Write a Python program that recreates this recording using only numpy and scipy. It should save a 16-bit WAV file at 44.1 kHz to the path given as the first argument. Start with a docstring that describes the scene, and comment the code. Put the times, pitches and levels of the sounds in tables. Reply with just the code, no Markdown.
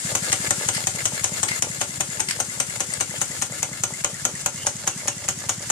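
"""A small brass steam engine

On a wooden board in a small workshop, heard up close, it turns about five times a second, slowing a bit.
Once a turn the slack in its rod closes with a tick and a bright knock that rings the flywheel. In
between, the piston thumps softly, the valve clicks and squeaks, and a belt pulley taps. Steam hisses
all along, swells with each turn and spits now and then; a loose link clinks and a dry bearing whistles."""
import sys
import numpy as np
from scipy import signal
from scipy.fft import rfft, irfft, next_fast_len
from scipy.io import wavfile

SR = 44100
rng = np.random.default_rng(int(sys.argv[2]) if len(sys.argv) > 2 else 0)


def to_wav(sig):
    """Store sig (one row per channel, or 1-D mono) as 16-bit WAV at the path in sys.argv[1].

    Samples outside -1..1 are clipped; the rate is SR.
    """
    pcm = np.clip(np.atleast_2d(sig), -1, 1) * 32767
    pcm = np.round(pcm).astype(np.int16)
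    wavfile.write(sys.argv[1], SR, pcm.T)  # frames by channels


N = 251811
TIME = np.arange(N) / SR
AGE = np.arange(8192) / SR   # seconds since the start of one short sound

# How fast the crank spins. Each row: time in seconds, turns per second.
CRANK_SPEED = [(0, 5.905), (.28, 5.6286), (.84, 5.4389), (3.08, 4.8407), (4.01, 4.8093), (5.7, 4.8481)]
# The tones of the brass rod and cylinder. Each row: pitch in Hz, width in Hz, relative level in dB.
BRASS_TONES = [(3025, 260, -8.5), (5480, 150, -4.5), (6050, 108, 7), (6467, 606, 7.5), (6815, 588, 10),
               (7990, 340, 2.5), (8220, 12, -30), (9180, 19, 7), (9960, 94, 1), (11540, 106, -10),
               (12610, 40, -14), (13850, 170, -7.5), (14700, 180, -25)]


def from_db(db):
    """Turn decibels into a number to multiply a sound by."""
    return 10 ** (np.asarray(db) / 20)


def along(rows, times):
    """Read a table at any times, drawing straight lines between its rows."""
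    row_times, *columns = np.transpose(rows)
    return [np.interp(times, row_times, column) for column in columns]


def colour(x, points):
    """Make some pitches louder and others softer, following a curve of (Hz, dB) points."""
    size = next_fast_len(x.shape[-1] + 2048)
    hz, db = np.transpose(points)
    gain = from_db(np.interp(np.log(np.fft.rfftfreq(size, 1 / SR) + 1), np.log(hz), db))
    return irfft(rfft(x, size) * gain, size)[..., :x.shape[-1]]


def air_noise(size, alike_below_hz=1110):
    """White stereo noise, alike on both sides in the bass and unrelated in the treble."""
    alike = 0.89 / (1 + (np.fft.rfftfreq(size, 1 / SR) / alike_below_hz) ** 2)
    mid, side = rfft(rng.standard_normal((2, size)))
    return irfft(np.sqrt((1 + alike) / 2) * mid + np.sqrt((1 - alike) / 2) * side * [[1], [-1]], size)


def wobble(hz):
    """A smooth random wander, typically about 1 in size; a higher hz makes it quicker."""
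    x = signal.sosfilt(signal.butter(2, hz, fs=SR, output="sos"), rng.standard_normal(N + SR))[SR:]
    return x / x.std()


def resonate(x, hz, width_hz):
    """Let through the sound near one pitch; the narrower the width, the longer it rings."""
    r = np.exp(-np.pi * width_hz / SR)
    feedback = [1, -2 * r * np.cos(2 * np.pi * hz / SR), r * r]
    return signal.lfilter(np.array([1, 0, -1]) * (1 - r * r) / 2, feedback, x + 1e-18)


def fade(age, decay_s):
    """A sudden start that dies away."""
    return (age >= 0) * np.exp(-np.clip(age / decay_s, 0, 60))


def swell(age, half_width_s):
    """A smooth rise and fall that peaks at age zero."""
    return np.exp(-(age / half_width_s) ** 2 / 2)


def place(times, sounds):
    """Lay short sounds out in time, in stereo."""
    out = np.zeros((2, N))
    for start_s, sound in zip(times, sounds):
        i = int(start_s * SR)
        if 0 <= i < N:
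            out[:, i:i + len(AGE)] += sound[..., :N - i]
    return out


def crank_turns(first_knock_s=0.1505):
    """How many turns the crank has made at each moment, counted from the first knock."""
    speed, = along(CRANK_SPEED, TIME)
    turns = np.cumsum(speed) / SR
    return turns - np.interp(first_knock_s, TIME, turns)


def crank_passes(share, every_turns=1):
    """The times when the crank reaches this share of a turn, and again at equal steps of turning."""
    turns = crank_turns()
    passes = share + every_turns * np.arange(-1, turns[-1] / every_turns + 1)
    return np.interp(passes[(passes > turns[0]) & (passes < turns[-1])], turns, TIME)


def struck(times, level_db, tones, scatter_db):
    """A struck object rings with several fading tones, a little differently on every blow."""
    hz, db, ring_s = np.transpose(tones)   # ring time: how long a tone takes to fall by 60 dB
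    waves = np.sin(2 * np.pi * hz[:, None] * AGE) * from_db(-60 * AGE / ring_s[:, None])
    strengths = from_db(level_db[:, None] + db + scatter_db * rng.standard_normal((len(times), len(hz))))
    return place(times, (strengths * (-1) ** np.arange(len(hz))) @ waves)


def brass_hit(times, level_db, force, tones, snap=0, sides_alike=0.17):
    """A clean snap and a rough scrape make brass ring; the level is that of the first 8 ms."""
    rough = rng.choice([-1, 1], (len(times), 3, len(AGE)))
    grit = np.sqrt(sides_alike) * rough[:, :1] + np.sqrt(1 - sides_alike) * rough[:, 1:]
    push = grit * force + snap * (AGE == 0)
    rings = sum((-1) ** k * from_db(db) * resonate(push, hz, width)
                for k, (hz, width, db) in enumerate(tones))
    early_level = np.sqrt(np.mean(rings[..., AGE < 0.008] ** 2, axis=-1, keepdims=True))
    return place(times, rings / early_level * from_db(level_db)[:, None, None])


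def room_rumble():
    """The room's own steady, low noise."""
    # Each row: pitch in Hz, level in dB.
    rumble_colour = [(20, -62), (45, -71), (70, -30.5), (105, -22), (140, -23.5), (200, -32.5), (300, -31),
                     (500, -44.5), (1500, -41.5), (8000, -84)]
    return colour(air_noise(N), rumble_colour)


def workshop_echo(x, delay_s=0.008, ring_s=0.18):
    """Sound bounces off the floor and walls and comes back as a short wash of echoes."""
    # The tone of the echo. Each row: pitch in Hz, gain in dB.
    echo_colour = [(60, -14), (120, -15.5), (300, -0.5), (900, -8.5), (3000, -5), (6500, -7.5),
                   (10000, -10), (15000, -13)]
    age = np.arange(SR // 2) / SR
    tail = air_noise(len(age)) * fade(age - delay_s, ring_s / np.log(1000))
    tail = colour(tail / np.sqrt(np.sum(tail ** 2) / 2), echo_colour)
    return signal.fftconvolve(x, tail, axes=1)[:, :N]


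def port_opening(open_at=0.66, shuts_from=0.84, start_db=-16, open_db=-1, end_db=-38):
    """Steam let out, in dB: it builds through each turn, holds, and is cut off before the knock."""
    share = crank_turns() % 1
    opening = np.clip(share / open_at, 0, 1) ** 2
    shutting = np.clip((share - shuts_from) / (1 - shuts_from), 0, 1)
    return start_db + (open_db - start_db) * opening + (end_db - open_db) * shutting


def leak(level_db, flutter_db=1.5):
    """Leaking steam hisses and sounds the brass fittings around it."""
    # The tone of the hiss. Each row: pitch in Hz, relative level in dB.
    hiss_colour = [(300, -39), (1100, -38), (1900, -36.5), (3600, -34.5), (5100, -34), (5900, -32.5),
                   (7100, -23), (8000, -24.5), (9200, -25), (10000, -30), (11000, -37), (14500, -51)]
    # The fittings. Each row: pitch in Hz, width in Hz, relative level in dB.
    fitting_tones = [(1500, 49, -54), (2050, 250, -32.5), (3230, 240, -41), (5066, 240, -35.5),
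                     (6250, 110, -29), (7380, 570, -22.5), (8900, 85, -36)]
    jet = air_noise(N)
    fittings = sum(from_db(db) * resonate(jet, hz, width) for hz, width, db in fitting_tones)
    return (colour(air_noise(N), hiss_colour) + fittings) * from_db(level_db + flutter_db * wobble(28))


def exhaust(level_db, flutter_db=3, sputter_db=3):
    """Wet steam sputters out of a pipe; the water in it favours now one tone, now another."""
    # The pipe. Each row: pitch in Hz, width in Hz, relative level in dB.
    pipe_tones = [(564, 225, -28.5), (1437, 130, -24), (1706, 125, -17.5), (2090, 133, -18),
                  (2705, 170, -25.5), (3330, 100, -26.5), (3630, 140, -32.5), (4140, 180, -25.5),
                  (4700, 190, -30), (6930, 205, -16.5), (8400, 130, -29)]
    # The rush of steam. Each row: pitch in Hz, relative level in dB.
    rush_colour = [(150, -39), (600, -28.5), (1050, -34.5), (2000, -63), (3600, -32), (4900, -36),
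                   (5800, -47), (7200, -31), (9000, -34), (11000, -40), (14500, -39)]
    jet = air_noise(N)
    pipe = sum(from_db(db + flutter_db * wobble(16.6)) * resonate(jet, hz, width)
               for hz, width, db in pipe_tones)
    return (colour(air_noise(N), rush_colour) + pipe) * from_db(level_db + sputter_db * wobble(120))


def steam(leak_db=-0.93, exhaust_db=-4, leak_follows_port=0.066):
    """The steam supply feeds a nearly steady leak and an exhaust that puffs once a turn."""
    # Each row: time in seconds, leak in dB, exhaust in dB. Only the change from the average counts.
    supply = [(0.0, -30.5, -38.5), (0.57, -29.5, -40.5), (1.24, -32, -42), (1.41, -32, -40),
              (1.76, -34, -46.5), (3.13, -33.5, -46), (3.75, -36, -47), (4.52, -34.5, -50.5),
              (5.71, -34.5, -51.5)]
    leak_drift_db, exhaust_drift_db = (db - db.mean() for db in along(supply, TIME))
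    port_db = port_opening()
    hiss = leak(leak_db + leak_drift_db + leak_follows_port * (port_db - port_db.mean()))
    return hiss + exhaust(exhaust_db + exhaust_drift_db + port_db)


def spits(ragged_db=1.5):
    """Slugs of water burst out with the steam in short, ragged hisses that ring the pipe."""
    # Each row: start in seconds, relative level in dB, fade time in seconds.
    slugs = [(.319, -18.5, 0.0065), (0.748, -25.5, 0.017), (0.768, -27, 0.0058), (1.485, -23, 0.011),
             (1.51, -32, 0.015), (2.286, -23.5, 0.0092), (2.3, -32, 0.0096), (2.309, -17, 0.004),
             (2.938, -23.5, 0.0014)]
    # The tone of a spit. Each row: pitch in Hz, gain in dB.
    spit_colour = [(200, -28), (900, -6.5), (1850, 7.5), (2130, 13), (2400, 5), (3600, 3), (4900, 7.5),
                   (6200, 1.5), (8000, 11.5), (9800, 6), (11500, -3.5), (15000, -14)]
    times = [start_s for start_s, _, _ in slugs]
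    bursts = place(times, [from_db(db) * fade(AGE, decay_s) for _, db, decay_s in slugs])
    return colour(air_noise(N) * bursts * from_db(-ragged_db * wobble(460)), spit_colour)


def rub(middle_s, half_width_s, hz, glide_hz_per_s, db, rough):
    """Rubbing swells into a thin, gliding whistle; more roughness makes it waver more."""
    age = AGE - AGE.mean()
    waver = np.interp(AGE * 330, np.arange(64), rng.standard_normal((64, 2)) @ [1, 1j])
    cycles = hz * age + glide_hz_per_s * age ** 2 / 2
    whistle = np.real((1 + rough * waver) * np.exp(2j * np.pi * cycles))
    return place([middle_s - AGE.mean()], [from_db(db) * swell(age, half_width_s) * whistle])


def dry_bearing():
    """A dry bearing rubs and whistles faintly now and then."""
    # Each row: middle in seconds, half-width in seconds, pitch in Hz, glide in Hz a second, level in dB.
    whistles = [(2.7, .02, 2850, -500, -44), (3.162, .018, 3160, -300, -39),
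                (3.175, .022, 2680, -600, -42.5), (4.615, .03, 2870, 500, -42),
                (4.635, .018, 3100, 1200, -43.5), (4.92, .016, 2780, -1000, -40.5),
                (5.12, .018, 2770, 0, -42.5)]
    return sum(rub(*row, rough=0.65) for row in whistles)


def valve_squeaks(pitch_hz=2010, spread_hz=50, spread_db=2):
    """The valve rod rubs with a short rising squeak on every turn, no two alike."""
    # Each row: time in seconds, level in dB.
    loudness = [(0, -30), (1, -31.5), (2, -31), (3.3, -29.5), (4.2, -32.5), (4.7, -42), (5.7, -41)]
    times = crank_passes(0.507)
    off_hz, off_db = (rng.standard_normal((len(times), 2)) * [spread_hz, spread_db]).T
    level_db, = along(loudness, times)
    return sum(rub(middle_s, half_width_s=0.0042, hz=hz, glide_hz_per_s=15000, db=db, rough=0.15)
               for middle_s, hz, db in zip(times, pitch_hz + off_hz, level_db + off_db))


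def link_clinks(falloff_db_per_octave=14):
    """A loose link clinks; where it is hit decides which of its tones ring most."""
    # Each row: start in seconds, relative level in dB, favoured pitch in Hz.
    clinks = [(.752, -29, 4130), (0.769, -31, 4300), (1.486, -31, 2090), (1.517, -32, 2090),
              (2.286, -23, 5580), (2.308, -31, 4700), (2.937, -19.5, 7500)]
    # The link. Each row: pitch in Hz, relative level in dB, ring time in seconds.
    link_tones = [(2090, 19, 0.027), (2860, 0, .05), (3220, 2, .05), (4130, -13, 0.088), (4640, 2, 0.028),
                  (5580, -3, .03), (5700, -4, 0.018), (7900, 6, 0.025), (8750, 9, 0.022)]
    hz, db, ring_s = np.transpose(link_tones)
    out = 0
    for start_s, level_db, main_hz in clinks:
        tone_db = db - falloff_db_per_octave * abs(np.log2(hz / main_hz))
        out = out + struck([start_s], np.array([level_db]), np.c_[hz, tone_db, ring_s], scatter_db=1.5)
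    return out


def pulley_taps(gap_s=0.024, spread_db=1.5, settled_turns_per_s=4.82):
    """The belt pulley runs a bit quicker than the crank, so its pairs of dull taps drift off the beat."""
    # The pulley and its stand. Each row: pitch in Hz, relative level in dB, ring time in seconds.
    pulley_tones = [(480, 10, 0.0085), (594, 6.5, 0.026), (870, 2, 0.021), (1223, -7.5, 0.056),
                    (1860, -17, 0.011)]
    times = crank_passes(-0.1927, every_turns=0.92434)
    speed, = along(CRANK_SPEED, times)
    first_db = -38.5 + 9.2 * (speed - settled_turns_per_s)   # louder at higher speed
    second_db = -37 - 2.5 * (-1) ** np.arange(len(times))   # weak and strong by turns
    level_db = np.r_[first_db, second_db] + spread_db * rng.standard_normal(2 * len(times))
    return struck(np.r_[times, times + gap_s], level_db, pulley_tones, scatter_db=1.7)


def valve_clicks(decay_s=0.0014, rise_s=0.0003, jitter_s=0.0008):
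    """The valve gear gives a light, dry click each time it reverses."""
    # Each row: when it comes as a share of the turn, relative level in dB.
    reversals = [(0.482, -25.5), (0.849, -31.5)]
    force = fade(AGE, decay_s) - fade(AGE, rise_s)
    clicks = 0
    for share, db in reversals:
        times = crank_passes(share)
        times = times + rng.normal(0, jitter_s, len(times))
        clicks = clicks + brass_hit(times, np.full(len(times), db), force, BRASS_TONES)
    return from_db(-0.5) * resonate(clicks, hz=7850, width_hz=1200)


def piston_thumps(middle_s=0.02):
    """Each reversal of the piston gives the board a short, smooth heave, and it rocks back."""
    # Each row: share of the turn, pitch in Hz, half-width in seconds, relative level in dB.
    heaves = [(0.095, 111, 0.0088, -33.5), (0.434, 162, 0.0029, -24.5), (0.503, 192, 0.0034, -46),
              (0.572, 103, 0.0087, -45), (0.874, 130, 0.003, -26.5)]
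    # How heavy the strokes are. Each row: time in seconds, gain in dB.
    stroke_weight = [(0, 1.5), (1.3, 1), (1.8, -2.5), (3, -3.5), (5.7, -2.5)]
    age = AGE - middle_s
    out = 0
    for share, hz, half_width_s, db in heaves:
        times = crank_passes(share) - middle_s
        heave = np.cos(2 * np.pi * hz * age) * swell(age, half_width_s)
        out = out + place(times, from_db(db + rng.normal(0, 1, (len(times), 1))) * heave)
    weight_db, = along(stroke_weight, TIME)
    return out * from_db(weight_db)


def board_knock(times, level_db, push_hz=760):
    """A blow reaches the wooden board as one short, hard push and sets it ringing."""
    # The board and frame. Each row: pitch in Hz, relative level in dB, ring time in seconds.
    board_tones = [(106.2, -15.5, 0.056), (175, -15.5, 0.13), (252, -20, 0.13), (332, -25, 0.12),
                   (381, -22, 0.31), (495.5, -22, 0.18), (581.6, -6.5, 0.082), (751.5, -4, 0.059),
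                   (870, 4.5, 0.015), (860, -22, 0.0067), (1380, 0, 0.021), (1477, -6.5, 0.023),
                   (1730, -31, 0.028), (2125, -5.5, 0.023), (2780, -15, 0.017), (2950, -33, 0.005)]
    ring = struck(times + 0.00167, level_db - 3.5, board_tones, scatter_db=2.5)
    age = AGE - 0.002276   # the push peaks just after the blow
    push = -np.cos(2 * np.pi * push_hz * age) * swell(age, 0.000067)
    return ring + place(times, from_db(level_db + 6)[:, None] * push)


def frame_rattle(times, level_db, shape, alike=0.35):
    """The frame's many tones blur into a noisy rattle that is partly the same on every blow."""
    # Each row: pitch in Hz, gain in dB.
    rattle_colour = [(200, 15), (500, 10), (850, 19.5), (1500, 18.5), (3100, 17), (4200, 13), (6000, 6.5),
                     (8000, -22), (11000, -2), (15000, -20)]
    usual = air_noise(len(AGE))
    noise = np.array([np.sqrt(alike) * usual + np.sqrt(1 - alike) * air_noise(len(AGE)) for _ in times])
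    return place(times, from_db(level_db)[:, None, None] * shape * colour(noise, rattle_colour))


def flywheel_ring(times, level_db, in_step_s=0.00721):
    """Two close tones of the flywheel drift in and out of step, so its ring dips and comes back."""
    # Each row: pitch in Hz, relative level in dB, ring time in seconds before the stretch below.
    wheel_tones = [(6155, 4, .095), (8347, 11, .15), (8381, 5.5, .15)]
    stretch = rng.uniform(0.7, 1.1, (len(times), 1))   # the crank damps it more on some turns
    ring = sum(from_db(db - 60 * AGE / (ring_s * stretch)) * np.sin(2 * np.pi * hz * (AGE - in_step_s))
               for hz, db, ring_s in wheel_tones)
    return place(times, from_db(level_db)[:, None] * ring)


def rod_knocks(tick_lead_s=0.0062):
    """The rod ticks through its slack, slams home, bounces, and shakes the board, frame and flywheel."""
    # Each row: start in seconds, then relative levels in dB of the crack, board, flywheel and tick.
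    blows = [(0.151, -17, -20, -39, -41), (0.3271, -15.5, -19, -30.5, -28),
             (0.5067, -15, -19.5, -28.5, -37), (0.6866, -16.5, -21.5, -30, -27),
             (0.8701, -16.5, -22, -33, -41), (1.0548, -15.5, -23, -30, -36), (1.2421, -15.5, -23, -38, -26),
             (1.4304, -16.5, -22, -28.5, -32), (1.6225, -16, -22, -42, -46),
             (1.8129, -19.5, -21.5, -33, -26), (2.0064, -18, -22, -31.5, -30),
             (2.2019, -18.5, -24, -29, -25), (2.4011, -19, -24, -29, -31), (2.6005, -19, -22.5, -28, -38),
             (2.8039, -19.5, -24, -39, -29), (3.008, -18.5, -22.5, -29.5, -24.5),
             (3.2148, -17.5, -24.5, -30.5, -30), (3.4214, -19, -24, -31.5, -24.5),
             (3.629, -18, -23.5, -36, -33), (3.8358, -16.5, -23.5, -35.5, -42),
             (4.0446, -15, -22, -38, -30), (4.2512, -14, -23, -40, -35), (4.4602, -15, -23, -50, -43),
             (4.6674, -15, -24, -30, -26), (4.875, -15.5, -23, -36, -25.5),
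             (5.0806, -16.5, -24.5, -36, -23.5), (5.2869, -15.5, -24, -36, -27.5),
             (5.493, -16, -23, -33, -28.5), (5.7007, -13.5, -23.5, -33, -28)]
    # The rod alone, sliding through its slack. Each row: pitch in Hz, width in Hz, relative level in dB.
    rod_tones = [(2490, 220, -11), (4300, 260, -11), (6650, 110, 2), (8500, 1600, -21), (10070, 106, 8),
                 (13600, 140, -11)]
    times, crack_db, board_db, wheel_db, tick_db = np.transpose(blows)
    tick_times = times - tick_lead_s
    bounce_s = rng.uniform(0.0011, 0.0048, (len(times), 1, 1))
    scrape = from_db(-4) * fade(AGE, 0.0013)
    bounce = from_db(-8.5) * fade(AGE - bounce_s, 0.0027)
    buzz = from_db(-26) * fade(AGE, 0.014)
    crack = brass_hit(times, crack_db + 1, scrape + bounce + buzz, BRASS_TONES, snap=4.5)
    tick = brass_hit(tick_times, tick_db - 2, fade(AGE, 0.005), rod_tones, snap=5.2)
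    wood = board_knock(times, board_db)
    # the frame stirs at the tick, and its rattle builds up just after the blow
    stir = frame_rattle(tick_times, tick_db - 13.5, fade(AGE, 0.0099))
    shake = fade(AGE, 0.0057) - fade(AGE, 0.0015) + from_db(-31) * fade(AGE, 0.0048)
    rattle = frame_rattle(times, board_db - 4, shake)
    return crack + tick + wood + stir + rattle + flywheel_ring(times, wheel_db - 1)


def scene(parts_left_db=1):
    """The engine and its steam drift from a little left to a little right, over the room's rumble."""
    # Each row: time in seconds, how much louder the left is in dB, how much later it is in milliseconds.
    position = [(0, 1.2, -0.24), (2.8, 2, -0.21), (3.7, 1, -0.14), (4.7, -2, -0.04), (5.7, -2.8, 0.048)]
    pan_db, lag_ms = along(position, TIME)
    leftward = np.array([[0.5], [-0.5]])   # half is added on the left, half taken from the right
    moving_parts = rod_knocks() + valve_clicks() + pulley_taps() + link_clinks()
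    hits = moving_parts * from_db(parts_left_db * leftward) + spits()
    thumps = piston_thumps()
    left, right = (hits + valve_squeaks() + dry_bearing() + steam()) * from_db(pan_db * leftward)
    lag_samples = np.round(lag_ms * SR / 1000)
    right = np.interp(TIME + lag_samples / SR, TIME, right)
    return np.array([left, right]) + thumps + workshop_echo(hits + thumps) + room_rumble()


def record(dry, bass_cut_hz=70, top_cut_hz=14750):
    """The microphone cuts the deep bass, dulls the right side, clips peaks and cuts the highest treble."""
    # The tone of the microphone's right side. Each row: pitch in Hz, gain in dB.
    right_colour = [(1000, 0), (4000, -1), (5500, 4), (6200, 2.5), (7000, -6.5), (8000, -12.5), (9200, -12),
                    (10500, -10.5), (12000, -6.5), (14000, -12)]
    left, right = signal.sosfilt(signal.butter(2, bass_cut_hz, "high", fs=SR, output="sos"), dry)
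    clipped = np.clip([left, colour(right, right_colour)], -1, 1)
    return signal.sosfilt(signal.ellip(10, 0.1, 80, top_cut_hz, fs=SR, output="sos"), clipped)


dry = scene()
out = record(dry)
to_wav(out)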